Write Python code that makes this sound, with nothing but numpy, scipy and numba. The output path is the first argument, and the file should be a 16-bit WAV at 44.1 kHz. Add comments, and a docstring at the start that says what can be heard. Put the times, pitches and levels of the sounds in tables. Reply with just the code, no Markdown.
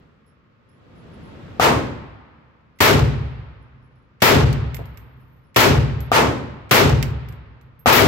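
"""First you hear ventilation, a low rush and spent brass cases tinkling in an indoor shooting range.
Then a pistol barks from a neighbouring lane, and a rifle fires right beside the listening phone.
Each blast fills the concrete hall with echoes and booms back from the far end.
Between shots, cases clack and ring on the booth and floor, and one rolls to rest.
The blasts overload the two microphones, and a limiter briefly turns the sound down."""
import sys
import numpy as np
from scipy import signal
from scipy.fft import rfft, irfft
from scipy.io import wavfile
from numba import njit

SR = 44100
rng = np.random.default_rng(int(sys.argv[2]) if len(sys.argv) > 2 else 0)


def transcribe(u):
    """Save the signal u as a 16-bit wav file named by the first command-line argument.

    u: samples, shape (n,) or (channels, n), limited to [-1, 1]; the rate is SR.
    q: integer samples, one column per channel.
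    """
    v = np.clip(np.atleast_2d(u).T, -1, 1)
    q = np.round(v * 32767).astype(np.int16)
    wavfile.write(sys.argv[1], SR, q)


N = 355887
TAIL = 98304  # samples given to one shot and its echoes
AGE = np.arange(TAIL) / SR  # seconds since a sound began


def undb(db):
    """Turn decibels into a number to multiply by."""
    return 10 ** (np.asarray(db) / 20)


def fade(t60, t=AGE):
    """Die away by 60 dB every t60 seconds."""
    return np.exp(-np.log(1000) * t / t60)


def at_hz(table, hz):
    """Look up a table at any frequency, blending between its rows."""
    f, *columns = np.transpose(table)
    return [np.interp(np.log(hz + 1), np.log(f), c) for c in columns]


def add(out, s, sound):
    """Mix a sound in, starting at s seconds."""
    i = max(int(s * SR), 0)
    out[:, i:i + sound.shape[-1]] += sound[..., :N - i]


# Pitches the booth around the phone boosts or weakens: f/Hz, width/Hz, level/dB
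BOOTH_RESONANCES = [(188.5, 11, -6), (242, 97, 2), (437, 140, 1), (894, 48, 4.5), (1068, 38, 4.5),
                    (1212, 26, 4.5), (1320, 80, 2.5), (1800, 44, -1), (1850, 49, 2), (2035, 41, 0),
                    (2710, 830, 1)]
def booth_spectrum(colour, size, alike_hz=380):
    """Spectrum of noise at two close microphones: the bass is alike in both, the treble is not."""
    hz = np.fft.rfftfreq(size, 1 / SR)
    mid, side = rfft(rng.standard_normal((2, size)))
    alike = .8 / (1 + (hz / alike_hz) ** 2)
    booth_db = sum(db / (1 + (2 * (hz - f) / width) ** 2) for f, width, db in BOOTH_RESONANCES)
    gain = undb(at_hz(colour, hz)[0] + booth_db)
    pair = mid * np.sqrt(1 + alike) + np.array([[1], [-1]]) * side * np.sqrt(1 - alike)
    return pair * gain / np.sqrt(2 * np.mean(gain ** 2))


def noise(colour, size=TAIL):
    """Steady stereo noise of strength 1; its colour table sets the balance of low and high."""
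    return irfft(booth_spectrum(colour, size), size)


# Colours of the ventilation and of the low rush and opening rumble: f/Hz, level/dB
VENT_COLOUR = [(25, -11.5), (70, -3.5), (130, -0.5), (240, -6.5), (335, -14), (520, -11), (760, -22),
               (1150, -13.5), (2400, -21), (5000, -38), (9000, -55.5), (15000, -72)]
LOW_RUSH_COLOUR = [(25, -13), (70, 0), (150, 0), (300, -8), (520, -10.5), (800, -17.5), (1500, -19),
                   (3300, -27), (6000, -41.5), (9500, -48), (15000, -75.5)]
def air(start_s=.48, crest_s=1.58, rush_t60=1.35):
    """Steady ventilation; a low rumble is already dying away at the start, and a low rush swells and dies away."""
    t = np.arange(N) / SR
    swell = np.sin(np.pi / 2 * np.clip((t - start_s) / (crest_s - start_s), 0, 1)) ** 2
    rush = undb(-38) * swell * fade(rush_t60, np.maximum(t - crest_s, 0))
    opening_fade = undb(-51.5) * fade(rush_t60, t)
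    return undb(-56.5) * noise(VENT_COLOUR, N) + (rush + opening_fade) * noise(LOW_RUSH_COLOUR, N)


def scatter(sound, t60=.24, size=16384):
    """The floor and partitions smear a small sound into many echoes, keeping its energy."""
    echoes = rng.standard_normal((2, size)) * fade(t60, AGE[:size])
    return signal.fftconvolve(sound, echoes / np.sqrt(np.sum(echoes ** 2) / 2), axes=1)


# Colour of metal hitting something hard: f/Hz, level/dB
CLACK_COLOUR = [(200, -25), (900, -12.5), (2100, 15.5), (4000, 2), (8500, 0), (16000, -31)]
def brass(tones, hz, ring_db, clack_db, size=8192):
    """A brass tube hits something once: it clacks and rings with several tones."""
    t = AGE[:size]
    phases = rng.uniform(0, 2 * np.pi, (len(tones), 2, 1))
    ring = sum(undb(db) * np.sin(2 * np.pi * hz * multiple * t + phase) * fade(t60, t)
               for (multiple, db, t60), phase in zip(tones, phases))
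    return undb(ring_db) * ring + undb(clack_db) * noise(CLACK_COLOUR, size) * fade(.019, t)


# Tones of a case in the next lane: multiple of its pitch, level/dB, fade time/s
FAR_TONES = [(.472, -10, .06), (.497, -6, .08), (1, -4, .16), (1.006, -9.5, 0.096)]
# Cases landing there: t/s, first flight/s, ring level/dB, clack level/dB
FAR_LANDINGS = [(.262, .425, -60.5, -73), (2.755, .53, -68, -72.5), (5.195, .24, -66, -75)]
def far_cases(hz=10800, rebound=.625, rise_db=.2):
    """Cases bounce behind a partition, each flight shorter than the last; only their echoes arrive."""
    out = np.zeros((2, N))
    for s, flight_s, ring_db, clack_db in FAR_LANDINGS:
        for bounce in range(5):
            add(out, s, undb(rise_db * bounce) * scatter(brass(FAR_TONES, hz, ring_db, clack_db)))
            s += flight_s * rebound ** bounce
    return out


# Tones of a nearby case: multiple of its pitch, level/dB, fade time/s
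NEAR_TONES = [(.265, -18, .08), (.40, -20, .1), (0.489, -23, .15), (0.551, -24, .1), (.645, -19, 0.1),
              (.965, -20.5, 0.076), (.988, -5.5, 0.13), (1, -15.5, 0.089), (1.03, -16, 0.12)]
# Cases striking the booth and its floor: t/s, ring level/dB, f/Hz, clack level/dB
NEAR_HITS = [(2.993, -52, 12500, -22), (4.528, -58, 12500, -22), (4.745, -41, 13300, -24),
             (4.7674, -56, 13200, -32), (4.8564, -56, 13250, -45), (4.9734, -50, 13300, -35),
             (6.0051, -42, 13000, -34), (6.8942, -50, 12200, -17), (7.0274, -49, 13250, -12.5),
             (7.2863, -54, 13200, -36), (7.324, -58, 12950, -42), (7.6126, -68, 12900, -50),
             (7.7925, -54, 13000, -64)]
def near_cases(slap_s=.004):
    """Each case lands on one end, then slaps down with the other."""
    out = np.zeros((2, N))
    for s, ring_db, hz, clack_db in NEAR_HITS:
        hit = brass(NEAR_TONES, hz, ring_db, clack_db)
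        add(out, s, hit)
        add(out, s + slap_s, undb(-7) * brass(NEAR_TONES, hz, ring_db, clack_db))
        add(out, s, undb(-10) * scatter(hit))
    return out


def rolling_case(start_s=4.8, length_s=.62, ticks_per_s=24, hz=13150, fade_db_per_s=12):
    """One case rolls to rest, its rim ticking ever more softly."""
    out = np.zeros((2, N))
    for tick in range(int(length_s * ticks_per_s)):
        age = (tick + rng.uniform()) / ticks_per_s
        db = -66 - fade_db_per_s * age + 2 * rng.standard_normal()
        add(out, start_s + age, scatter(brass(NEAR_TONES, hz, ring_db=db, clack_db=db + 3)))
    return out


def knock(s, db, hz, t60):
    """A dull knock on the bench: a short burst of noise around one pitch."""
    out = np.zeros((2, N))
    colour = [(hz / 3, -25), (hz * .42, 0), (hz * 1.3, 0), (hz * 2, -18), (hz * 20, -55)]
    add(out, s, undb(db) * noise(colour) * fade(t60))
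    return out


# How the hall's echoes die away: f/Hz, early fade time/s, late fade time/s, late level/dB
HALL_FADES = [(40, 0.92, 5.7, -18), (115, 1, 5.7, -29), (400, 0.65, 2.04, -28.5), (1170, 0.43, 2.08, -22),
              (3950, 0.41, 1.36, -21.5), (7800, 0.43, 0.73, -30.5), (15000, 0.23, 1.1, -39.5)]
def hall_echoes(colour, paths, peak_s, swell, stir_hz=3000, bands=14):
    """Echoes swell, the low ones last; they die fast near the booth and linger down the range."""
    hz = np.fft.rfftfreq(TAIL, 1 / SR)
    same = 1 / (1 + (hz / stir_hz) ** 2)  # moving air changes mainly the treble from shot to shot
    spectrum = np.sqrt(same) * paths + np.sqrt(1 - same) * booth_spectrum(colour, TAIL)
    centres = np.geomspace(40, 15000, bands)
    out = 0
    for centre, pick in zip(centres, np.eye(bands)):
        band = irfft(spectrum * np.interp(np.log(hz + 1), np.log(centres), pick))
        early_t60, late_t60, late_db = at_hz(HALL_FADES, centre)
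        lowness = 1 / (1 + (centre / 300) ** 2)
        fullest_s = peak_s + .11 * lowness
        since = np.maximum(AGE - fullest_s, 0)
        grow = np.minimum(AGE / fullest_s, 1) ** (swell + lowness / 2)
        out += band * grow * (fade(early_t60, since) + undb(late_db) * fade(late_t60, since))
    return out


# Deep notes that ring between the walls (standing waves): f/Hz, level/dB, fade time/s
HALL_NOTES = [(59.3, -6.5, 1.6), (67.9, -5, 1.5), (72.35, -0.5, 0.98), (81, -8, 0.73), (100.4, -6.5, 1.3),
              (105.75, 2, 1.0), (112, -9.5, 0.66), (126.8, -8, 1.5), (127.8, -4, 1.6), (144.4, 2, 0.74),
              (154.8, -15.5, 1.5), (241.1, -10.5, 0.78), (226.2, -12, .8), (410, -26, 0.87)]
def hall_boom(return_s, swell, spread=.19):
    """Deep notes grow until the blast is back from the far wall, then throb as they fade."""
    since = AGE - return_s
    grow = np.minimum(AGE / return_s, 1) ** swell
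    out = 0
    for hz, db, t60 in HALL_NOTES:
        skew = spread * rng.standard_normal() * np.array([[1], [-1]])  # each comes from its own side
        out += undb(db) * np.cos(2 * np.pi * hz * since + skew) * fade(t60, np.maximum(since, 0))
    return grow * out


def muzzle_wave(hz, t60=.016, lag_s=.0002, echo_s=.0042):
    """A gun's first push of air rings briefly and echoes off the booth; the right side hears it later."""
    t = AGE - np.array([[0], [lag_s]])
    ages = np.maximum([t, t - echo_s], 0)
    direct, echo = np.sin(2 * np.pi * hz * ages) * fade(t60, ages)
    return direct + undb(-12.5) * echo


def gunshots(shots, colour, first_wave, boom, roar_db, peak_s, swell, crack_db, crack_t60):
    """Every shot: the first wave, a crack off the booth walls, then the hall's roar and boom."""
    out = np.zeros((2, N))
    paths = booth_spectrum(colour, TAIL)  # the echo pattern all this gun's shots share
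    build_up = 1 - np.exp(-AGE / .005)
    for s, echo_db in shots:
        crack = undb(crack_db) * noise(colour) * build_up * fade(crack_t60)
        roar = undb(roar_db) * hall_echoes(colour, paths, peak_s, swell)
        add(out, s, first_wave + undb(echo_db) * (crack + roar + boom))
    return out


# Pistol shots: t/s, echo level/dB
PISTOL_SHOTS = [(1.5977, -6.5), (6.1174, -6.5), (7.8593, 0.5)]
# Colour of the pistol's blast in the hall: f/Hz, level/dB
PISTOL_BLAST = [(25, -35), (50, -16), (110, -6.5), (200, -4), (450, 0.5), (1000, 0), (2200, -4.5),
                (4500, -15.5), (9000, -21.5), (16000, -45)]
def pistol():
    """A pistol behind a partition: a short bark, then the hall swells over it."""
    bark = undb(2) * muzzle_wave(hz=780) + muzzle_wave(hz=1220)
    boom = undb(-23) * hall_boom(return_s=.17, swell=.15)
    return gunshots(PISTOL_SHOTS, PISTOL_BLAST, bark, boom,
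                    roar_db=-1, peak_s=.048, swell=.8, crack_db=-8, crack_t60=.43)


# Rifle shots: t/s, echo level/dB
RIFLE_SHOTS = [(2.804, -1.5), (4.2195, 0), (5.561, -1.5), (6.71, -1.5), (7.924, 5)]
# Colour of the rifle's blast in the hall: f/Hz, level/dB
RIFLE_BLAST = [(25, -16), (50, -15), (110, 2.5), (200, -3), (330, -4), (410, 2.5), (560, -2), (1000, -3),
               (2200, -3.5), (4500, -12.5), (9000, -20), (16000, -37)]
def rifle(hammer_lead_s=.016):
    """A rifle close by: the hammer falls, then comes a violent crack and a deep boom."""
    boom = undb(-17) * hall_boom(return_s=.228, swell=1.7)
    snap = undb(-10) * noise(RIFLE_BLAST) * fade(.03)
    out = gunshots(RIFLE_SHOTS, RIFLE_BLAST, snap, boom,
                   roar_db=-3.5, peak_s=.052, swell=.47, crack_db=2.5, crack_t60=.26)
    for s, _ in RIFLE_SHOTS:
        add(out, s - hammer_lead_s, undb(-44) * noise(CLACK_COLOUR) * fade(.17))
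    return out


def scene():
    """Both guns, a knock, the air of the hall and the cases, which fall to the right."""
    bench = knock(s=4.792, db=-30, hz=560, t60=.15)
    to_right = undb([[-8], [-1]])
    return rifle() + pistol() + bench + air() + (far_cases() + near_cases() + rolling_case()) * to_right


@njit
def follow_level(x, attack, release):
    """Track how loud the sound is, rising fast and falling slowly."""
    out, level = np.empty(len(x)), 0.
    for i in range(len(x)):
        level += (x[i] - level) * (attack if x[i] > level else release)
        out[i] = level
    return out


# Colours of the small holes leading to the two microphones: f/Hz, level/dB
LEFT_HOLE = [(300, -2), (2500, -4.5), (5000, -4.5), (7500, -17.5), (9200, -27.5), (11000, -1), (12800, 8),
             (16000, 13)]
RIGHT_HOLE = [(300, -3), (2500, -6), (5000, -1.5), (7500, -1), (9500, -5.5), (11000, 2), (12800, 10.5),
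              (16000, 11)]
def microphone_hole(x, colour, size=512):
    """A microphone's hole reshapes the treble and lets the bass through unchanged."""
    db = at_hz(colour, np.fft.rfftfreq(size, 1 / SR))[0]
    cepstrum = irfft(np.log(undb(db - db[0])))
    # folding makes the filter ring only after a sound, never before it
    fold = 1 + np.sign(size / 2 - np.arange(size)) * (np.arange(size) > 0)
    click_response = irfft(np.exp(rfft(cepstrum * fold)))
    return signal.fftconvolve(x, click_response)[:N]


def record(dry, limit_db=-5.5, attack_s=.0008, release_s=.017, low_hz=42, top_hz=15750):
    """The microphones overload, the right one sooner; a limiter misses the first peak, then ducks both."""
    ceiling = undb([[4], [-5]])
    left, right = ceiling * np.tanh(dry / ceiling)
    x = np.array([microphone_hole(left, LEFT_HOLE), microphone_hole(right, RIGHT_HOLE)])
    x = signal.sosfilt(signal.butter(2, low_hz, "high", fs=SR, output="sos"), x)
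    level = follow_level(np.abs(x).max(axis=0), 1 / (attack_s * SR), 1 / (release_s * SR))
    x = x / np.maximum(level / undb(limit_db), 1)
    x = x / (1 + x ** 8) ** (1 / 8)  # round off the peaks that slip through
    return signal.sosfilt(signal.ellip(10, .2, 70, top_hz, fs=SR, output="sos"), x)


dry = scene()
out = record(dry)
transcribe(out)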